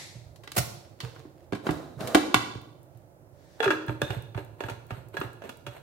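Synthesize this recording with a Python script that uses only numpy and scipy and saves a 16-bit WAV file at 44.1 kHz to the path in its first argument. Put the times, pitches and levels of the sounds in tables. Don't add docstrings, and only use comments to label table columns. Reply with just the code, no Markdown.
import sys
import numpy as np
from scipy import signal
from scipy.fft import rfft, irfft
from scipy.io import wavfile
from scipy.ndimage import uniform_filter1d

SR = 44100
rng = np.random.default_rng(int(sys.argv[2]) if len(sys.argv) > 2 else 0)


def unload_audio(sound):
    columns = np.transpose(np.atleast_2d(sound))
    steps = np.round(np.clip(columns, -1, 1) * 32767)
    wavfile.write(sys.argv[1], SR, steps.astype(np.int16))


N = 256652
TAPS = 8192

# pitch_hz, level_db
AMBIENCE_COLOUR = [(15, -47.5), (25, -22.5), (64, -17.5), (82, -9), (127, -1.5), (180, -12.5), (206, -20.5),
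                   (354, -9), (427, -18), (560, -10.5), (714, -16), (1190, -29.5), (1290, -27), (3340, -43),
                   (16000, -39)]
# pitch_hz, likeness (-1 to 1)
AMBIENCE_SAME = [(60, 1), (180, 0.69), (550, 0.8), (1650, -0.5), (4970, -0.54), (15000, -0.32)]
# pitch_hz, left_over_right_db
AMBIENCE_BALANCE = [(60, -22), (180, -6), (550, -6), (1650, -4), (4970, -3), (15000, -1)]
AMBIENCE_DB = -53

# pitch_hz, fall_time_s
KITCHEN_T60 = [(100, 0.5), (260, 1), (700, 0.75), (1800, 0.5665), (4800, 0.67), (13000, 0.41)]
# pitch_hz, level_db
KITCHEN_DB = [(100, -6.5), (300, -5.5), (800, -3.5), (2000, -6), (5000, -2.5), (13000, -6.5)]

# start_s, level_db, pitch_hz
THUMPS = [(.148, -35.5, 121), (0.251, -39.5, 98.5), (.296, -43, 85), (0.568, -22, 150), (0.577, -20, 134.4),
          (1.027, -28, 121), (1.519, -30.5, 112), (1.683, -24, 159), (1.74, -43, 87), (1.959, -36.5, 138),
          (2.028, -31.5, 124), (2.142, -43, 140), (2.348, -26.5, 118), (2.548, -33, 113), (2.939, -46, 130),
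          (3.656, -32, 130), (3.877, -24, 117), (4.016, -27, 137), (4.095, -26.5, 106),
          (4.16, -25.5, 114.5), (4.348, -25.5, 109.5), (4.637, -31, 110), (4.706, -32, 108),
          (4.912, -28, 109), (4.969, -34, 119.6), (5.181, -33.5, 142), (5.239, -33, 115),
          (5.668, -34.5, 118)]
THUMP_DECAY_S = 0.013

# start_s, level_db
BUBBLES = [(2.616, -50), (2.831, -55), (2.974, -53.5), (3.865, -47.5), (4.223, -47), (4.448, -50.5),
           (4.867, -51.5), (5.086, -51), (5.203, -39.5), (5.332, -48), (5.496, -48), (5.572, -49)]

# start_s, hold_s, level_db
GRIPS = [(.75, 0.12, -63), (1.05, 0.0028, -45), (1.16, .02, -52.5), (1.4, 0.041, -67), (2.95, 0.034, -69)]
# pitch_hz, level_db
FINGERS_COLOUR = [(240, -52), (400, -15), (444, 6), (531, -7.5), (1120, -12), (1400, -14.5), (2280, -17),
                  (3410, -19), (14000, -34.5)]

# start_s, hold_s, level_db
SLIDES = [(1.665, 0.024, -38), (1.8, 0.022, -50), (2.01, 0.12, -37.5)]
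# pitch_hz, level_db
SLIDE_COLOUR = [(88, -25), (150, -6), (201, -9.5), (649, -2), (871, -13), (1420, -13), (2060, -24.5),
                (3920, -32.5), (4860, -29.5), (11900, -36), (16000, -39)]
SQUEAK_HZ, SQUEAK_WIDTH_HZ, SQUEAK_DB = 3900, 200, -18.5

# start_s, hold_s, level_db
TURNS = [(3.605, 0.13, -49.5), (3.89, 0.013, -45.5), (4.02, 0.13, -48), (4.37, 0.025, -48),
         (4.6, .11, -50.5), (4.905, 0.074, -52), (5.15, 0.092, -47.5), (5.44, 0.037, -50),
         (5.68, 0.096, -55.5)]
# pitch_hz, level_db
THREAD_COLOUR = [(240, -98), (400, -2.5), (935, -4.5), (1270, -15), (1440, -9), (2050, -13), (2930, -19),
                 (3580, -21.5), (4310, -19), (4800, -40), (7400, -29.5), (8240, -25), (9760, -33.5),
                 (13700, -24.5), (16000, -61)]
TURN_TIGHTENS_DB_PER_S = 35

# start_s, hold_s, level_db
BRUSHES = [(3.39, 0.178, -70.5)]
# pitch_hz, level_db
BRUSH_COLOUR = [(880, -23), (1500, -6), (1680, -2), (2620, -12), (3640, -8.5), (5950, -10.5), (15000, -28)]

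# pitch_hz, level_db
VENT_COLOUR = [(530, -5.5), (900, 0.5), (1110, -5.5), (1560, -5), (1660, 0.5), (2080, 7), (2970, -3),
               (3760, 4.5), (4970, 0.5), (7860, -2.5), (10200, -10.5), (11600, -6), (13000, -29)]
VENT_DB, VENT_FADE_DB_PER_S = -42, 105
# start_s, hold_s, level_db
SPURTS = [(.553, .001, -43), (.568, 0.0029, -21.5), (.58, 0.008, -20)]
# pitch_hz, level_db
PUFF_COLOUR = [(120, -33), (200, -13), (465, -1.5), (722, -1), (867, -8.5), (1420, -7.5), (1680, -17),
               (1940, -6), (3190, -13.5), (4600, -13.5), (5330, -14), (12400, -12.5), (16000, -15)]

# start_s, hold_s, level_db
NECK_PUSHES = [(3.605, 0.0078, -27), (3.662, 0.048, -26), (3.76, .035, -42), (3.898, 0.0015, -31.5)]
NECK_OPEN_HZ, NECK_SHUT_HZ = 447.7, 314.3
CAP_LANDS_S, CAP_CLOSING_S, CLOSING_POWER = 3.6, .113, 2.18

# start_s, pitch_hz, level_db, fall_time_s (time to fall by 60 dB)
PINGS = [(2.153, 295, -14.5, 0.062), (2.154, 359.4, -19.5, 0.12), (4.019, 3650, -50, 0.52),
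         (4.019, 3620, -41, .4), (4.019, 3680, -46, 0.53)]

# start_s, level_db, strongest_pitch_hz,
# treble_fall_db_per_octave, decay_s, left_over_right_db
HEAD_KNOCKS = [(.358, -55.5, 2500, 1.2, .005, 3), (.434, -47, 1500, 3.5, .012, 0.5),
               (.474, -36.5, 2170, 8.5, .0025, -2), (.517, -39, 2380, 1.7, .0023, -2),
               (1.002, -32.5, 3450, 9, .007, -2), (1.034, -40, 1045, 13, .007, -3),
               (1.16, -42, 1090, 11.5, .005, -3), (1.25, -39, 440, 11.5, .006, -3.5),
               (1.522, -24.5, 490, 7.5, .004, -5), (1.53, -21, 541, 8, .004, -3),
               (1.548, -34, 903, 5.5, .011, -2), (1.666, -19.5, 719, 8.5, .004, 0.5),
               (1.689, -14.5, 740, 13, .006, -6), (1.706, -34.5, 500, 2.5, .005, 4),
               (2.005, -31, 392.4, 4, .007, 5.5), (2.072, -36, 1000, 0.8, .0054, -0.5),
               (2.146, -10, 593, 4, .0035, 1), (2.152, -10.5, 670, 7, .0027, -10.5),
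               (2.342, -9.5, 1160, 5.5, .003, -3), (2.55, -37, 380, 5.5, .004, 1)]
# pitch_hz, width_hz, level_db (over the plain click)
HEAD_MODES = [(205, 40, 12), (305, 50, 15), (355, 30, 15), (425, 40, 11), (733, 22, 7), (850, 40, 3),
              (1044, 50, 10), (1137, 50, 8), (1450, 80, 7), (1620, 55, 9), (1989, 45, 8), (2288, 70, 7),
              (2700, 90, 5), (3068, 90, 8), (3524, 55, 7), (3864, 50, 6), (4310, 70, 4)]
# start_s, level_db, strongest_pitch_hz,
# treble_fall_db_per_octave, decay_s, left_over_right_db
CAP_CLICKS = [(3.602, -19, 1630, 12.5, 0.0023, -9), (3.626, -22, 1600, 10, 0.016, 13.5),
              (3.641, -21.5, 1400, 8, 0.0061, -5.5), (3.656, -23, 1200, 11, .004, -13),
              (3.677, -19, 1300, 12, 0.0048, 2.5), (3.703, -15.5, 1300, 9.5, 0.011, -3),
              (3.88, -30.5, 1120, 9, 0.0041, -2), (3.892, -23, 930, 13, 0.0028, -2),
              (4.016, -17, 480, 5, 0.0016, -2.5), (4.021, -26.5, 900, 15, 0.0046, -16),
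              (4.103, -23.5, 820, 7.5, .004, -6), (4.345, -34.5, 990, 9.7, 0.005, -4),
              (4.374, -23.5, 700, 10, 0.011, -3.5), (4.604, -24, 670, 8, 0.0042, -6),
              (4.636, -27, 910, 9.5, 0.0035, -3), (4.684, -26.5, 700, 8, 0.0055, -2),
              (4.696, -32, 404, 3.5, 0.0057, -3), (4.905, -27, 780, 8.5, 0.0049, -4),
              (5.14, -33, 480, 7.5, 0.0056, -6.5), (5.167, -25.5, 1295, 9, 0.0063, -3.5),
              (5.212, -21.5, 890, 10, 0.0043, -2), (5.418, -32, 453, 7.5, 0.0071, -6),
              (5.437, -31, 370, 6.5, 0.024, -5), (5.491, -33.5, 450, 3.5, 0.0051, -3.5),
              (5.664, -29.5, 636, 5, 0.0079, -2)]
# pitch_hz, width_hz, level_db (over the plain click)
BOTTLE_MODES = [(578.3, 19.6, 9), (916, 20, 9), (1436, 90, 8.5), (1664, 51, 15), (1744, 84, 6),
                (2606, 310, 9.5), (2830, 50, 7.5), (3370, 94, 12), (3830, 57, 4), (4086, 59, 6),
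                (6160, 81, 3.5)]
BAND_HZ = [380, 1300, 4200, 10500]
BASS_FALL_DB_PER_OCTAVE = 5
BLOW_S = .006

EDGE_HZ = 15950


def amp(db):
    return 10 ** (np.asarray(db) / 20)


def unit(x):
    return x / np.sqrt(np.mean(abs(x) ** 2) + 1e-20)


def read(points, hz):
    f, value = np.transpose(points)
    return np.interp(np.log(hz + 1), np.log(f + 1), value)


def add(mix, s, sound):
    part = mix[:, max(round(s * SR), 0):][:, :sound.shape[1]]
    part += sound[:, :part.shape[1]]


def sides(pan_db):
    return amp(np.array([[.5], [-.5]]) * pan_db)


def causal(gain):
    log = np.log(np.maximum(gain, 1e-7))
    mirrored = np.r_[log, log[-2:0:-1]]
    return np.exp(np.conj(signal.hilbert(mirrored)))[:len(gain)]


def noise(colour, same, grain_db=0):
    steps = np.repeat(rng.standard_normal(N // 64 + 1), 64)[:N]
    a, b = rfft(rng.standard_normal((2, N)) * amp(grain_db * steps))
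    same = np.clip(same, -1, 1)
    pair = np.array([a, same * a + np.sqrt(1 - same ** 2) * b])
    tone = amp(read(colour, np.fft.rfftfreq(N, 1 / SR)))
    return unit(irfft(pair * tone, N))


def strokes(rows, attack_s, release_db_per_s, swell_db_per_s=0):
    gain = np.zeros(N)
    for s, hold, db in rows:
        t = np.arange(N) / SR - s
        onset = np.clip(1 + t / attack_s, 0, 1) ** 2
        swell_db = swell_db_per_s * np.clip(t, 0, hold)
        release_db = release_db_per_s * np.clip(t - hold, 0, 1)
        gain = np.maximum(gain, onset * amp(db + swell_db - release_db))
    return gain


def ambience():
    hz = np.fft.rfftfreq(N, 1 / SR)
    air = noise(AMBIENCE_COLOUR, same=read(AMBIENCE_SAME, hz))
    balanced = irfft(rfft(air) * sides(read(AMBIENCE_BALANCE, hz)), N)
    return amp(AMBIENCE_DB) * unit(balanced)


def kitchen(x, early_db=4, early_s=0.013, gap_s=0.0033, same_hz=520):
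    t = np.arange(SR) / SR
    taps = rng.standard_normal((2, SR)) * (rng.random((2, SR)) < .2) * (t > gap_s)
    early = 1 + amp(early_db) * np.exp(-t / early_s)
    hz, when, z = signal.stft(taps * early, SR, nperseg=256)
    same = np.exp(-(hz / same_hz) ** 2)[:, None]
    z[1] = same * z[0] + np.sqrt(1 - same ** 2) * z[1]
    z = z * amp(-60 * when / read(KITCHEN_T60, hz)[:, None])
    z = z / np.sqrt(np.mean(abs(z) ** 2, (0, 2)))[:, None]
    coloured = z * amp(read(KITCHEN_DB, hz))[:, None]
    plain, tail = (signal.istft(v, SR, nperseg=256)[1] for v in (z, coloured))
    return signal.fftconvolve(x, tail / np.linalg.norm(plain[0]), axes=1)[:, :N]


def thumps(rise=0.005, pan_db=-8, stiffen=0.44, stiff_s=0.0013, sway_hz=72, sway_db=-10):
    out, t = np.zeros((2, N)), np.arange(TAPS) / SR
    swing = (1 - np.exp(-(t / rise) ** 2)) * np.exp(-t / THUMP_DECAY_S)
    sway = amp(sway_db) * np.sin(2 * np.pi * sway_hz * t)
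    for s, db, hz in THUMPS:
        turns = np.cumsum(hz * (1 + stiffen * np.exp(-t / stiff_s))) / SR
        wave = np.sin(2 * np.pi * turns) + sway
        add(out, s + rise, amp(db) * swing / swing.max() * wave * sides(pan_db))
    return out


def bubbles(decay=0.0015, low_hz=9500):
    out, t = np.zeros((2, N)), np.arange(TAPS) / SR
    bright = signal.butter(2, low_hz, "high", fs=SR, output="sos")
    for s, db in BUBBLES:
        burst = rng.standard_normal((2, TAPS)) * np.exp(-t / decay)
        add(out, s, amp(db) * 2 * signal.sosfilt(bright, burst))
    return out


def rasp(hz, width_hz):
    f = np.fft.rfftfreq(N, 1 / SR)
    flat = [(1, 0), (SR, 0)]
    grains = rfft(noise(flat, same=.3, grain_db=5))
    return unit(irfft(grains / (1 + 2j * (f - hz) / width_hz), N))


def rubbing():
    grip = strokes(GRIPS, attack_s=0.09, release_db_per_s=148.5)
    push = strokes(SLIDES, attack_s=.05, release_db_per_s=75)
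    turn = strokes(TURNS, attack_s=0.034, release_db_per_s=330, swell_db_per_s=TURN_TIGHTENS_DB_PER_S)
    sweep = strokes(BRUSHES, attack_s=0.12, release_db_per_s=200, swell_db_per_s=33)
    fingers = grip * noise(FINGERS_COLOUR, same=0.56, grain_db=-5.0) * sides(pan_db=-3)
    squeak = amp(SQUEAK_DB) * rasp(SQUEAK_HZ, SQUEAK_WIDTH_HZ)
    slide = push * (noise(SLIDE_COLOUR, same=0.76, grain_db=1.5) + squeak) * sides(pan_db=-3.5)
    thread = turn * noise(THREAD_COLOUR, same=0.15, grain_db=4.5) * sides(pan_db=-0.5)
    brush = sweep * noise(BRUSH_COLOUR, same=.2)
    return fingers + slide + thread + brush


def gas():
    fade = amp(VENT_DB - VENT_FADE_DB_PER_S * np.arange(N) / SR)
    vent = fade * noise(VENT_COLOUR, same=0.18)
    spurt = strokes(SPURTS, attack_s=0.0073, release_db_per_s=1619)
    puff = spurt * noise(PUFF_COLOUR, same=0.11) * sides(pan_db=-2.5)
    return vent + puff


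def cavity(rough=0.38, width_hz=55, pan_db=-2):
    shut = np.clip((np.arange(N) / SR - CAP_LANDS_S) / CAP_CLOSING_S, 0, 1) ** CLOSING_POWER
    turns = np.cumsum(NECK_OPEN_HZ + (NECK_SHUT_HZ - NECK_OPEN_HZ) * shut) / SR
    slow = signal.butter(2, width_hz, fs=SR, output="sos")
    jostle = unit(signal.sosfilt(slow, rng.standard_normal(N) + 1j * rng.standard_normal(N)))
    note = unit(((1 + rough * jostle) * np.exp(2j * np.pi * turns)).real)
    push = strokes(NECK_PUSHES, attack_s=.005, release_db_per_s=394)
    return note * push * sides(pan_db)


def pings(pan_db=-3):
    out, t = np.zeros((2, N)), np.arange(SR) / SR
    for s, hz, db, t60 in PINGS:
        decay = np.exp(-np.log(1000) * t / t60)
        add(out, s, amp(db) * decay * np.sin(2 * np.pi * hz * t) * sides(pan_db))
    return out


def knocks(rows, modes, spread, lag_s, low_hz, top_hz, rise_s, grip_db, damping):
    out, t, hz = np.zeros((2, N)), np.arange(TAPS) / SR, np.fft.rfftfreq(TAPS, 1 / SR)
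    rings = np.array([amp(db) / (1 + 2j * (hz - f) / (width + damping * f)) for f, width, db in modes])
    radiation = causal(1 / np.sqrt(1 + (low_hz / (hz + 1)) ** 6 + (hz / top_hz) ** 6))
    bands = np.array([read(list(zip(BAND_HZ, pick)), hz) for pick in np.eye(len(BAND_HZ))])
    for s, db, centre_hz, fall, decay, pan_db in rows:
        octaves = np.log2(np.array(BAND_HZ) / centre_hz)
        band_db = db + np.minimum(BASS_FALL_DB_PER_OCTAVE * octaves, -fall * octaves)
        body = radiation * (1 + amp(grip_db * rng.standard_normal(len(modes))) @ rings)
        contact = (1 - np.exp(-t / rise_s)) * np.exp(-t / np.clip(decay, .0005, .02))
        chatter = rfft(rng.standard_normal((2, TAPS)) * contact)
        both, apart = (c / causal(np.sqrt(uniform_filter1d(abs(c) ** 2, size=240))) for c in chatter)
        apart = apart * spread * hz ** 2 / (hz ** 2 + 550 ** 2)
        right_delay = np.exp(-2j * np.pi * hz * lag_s)
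        pair = np.array([both + apart, (both - apart) * right_delay]) * body
        held_db = 10 * np.log10(bands @ np.mean(abs(pair) ** 2, 0))
        ring = irfft(pair * causal(amp((band_db - held_db) @ bands)))
        add(out, s + rise_s, ring * np.sqrt(TAPS * SR * BLOW_S / 2) * sides(pan_db))
    return out


def scene():
    head = knocks(HEAD_KNOCKS, HEAD_MODES, spread=0.9, lag_s=0, low_hz=216, top_hz=11100,
                  rise_s=.0008, grip_db=1.5, damping=.025)
    cap = knocks(CAP_CLICKS, BOTTLE_MODES, spread=0.83, lag_s=0.00013, low_hz=300, top_hz=12000,
                 rise_s=.0009, grip_db=3.5, damping=0.0058)
    near = head + cap + pings() + thumps() + bubbles() + cavity() + gas() + rubbing()
    return near + kitchen(near) + ambience()


def record(dry):
    bass_cut = signal.butter(4, 48, "high", fs=SR, output="sos")
    limited = np.clip(signal.sosfilt(bass_cut, dry), -1, 1)
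    band_limit = signal.firwin(511, EDGE_HZ, window=("kaiser", 9), fs=SR)
    return signal.oaconvolve(limited, band_limit[None], "same")


dry = scene()
out = record(dry)
unload_audio(out)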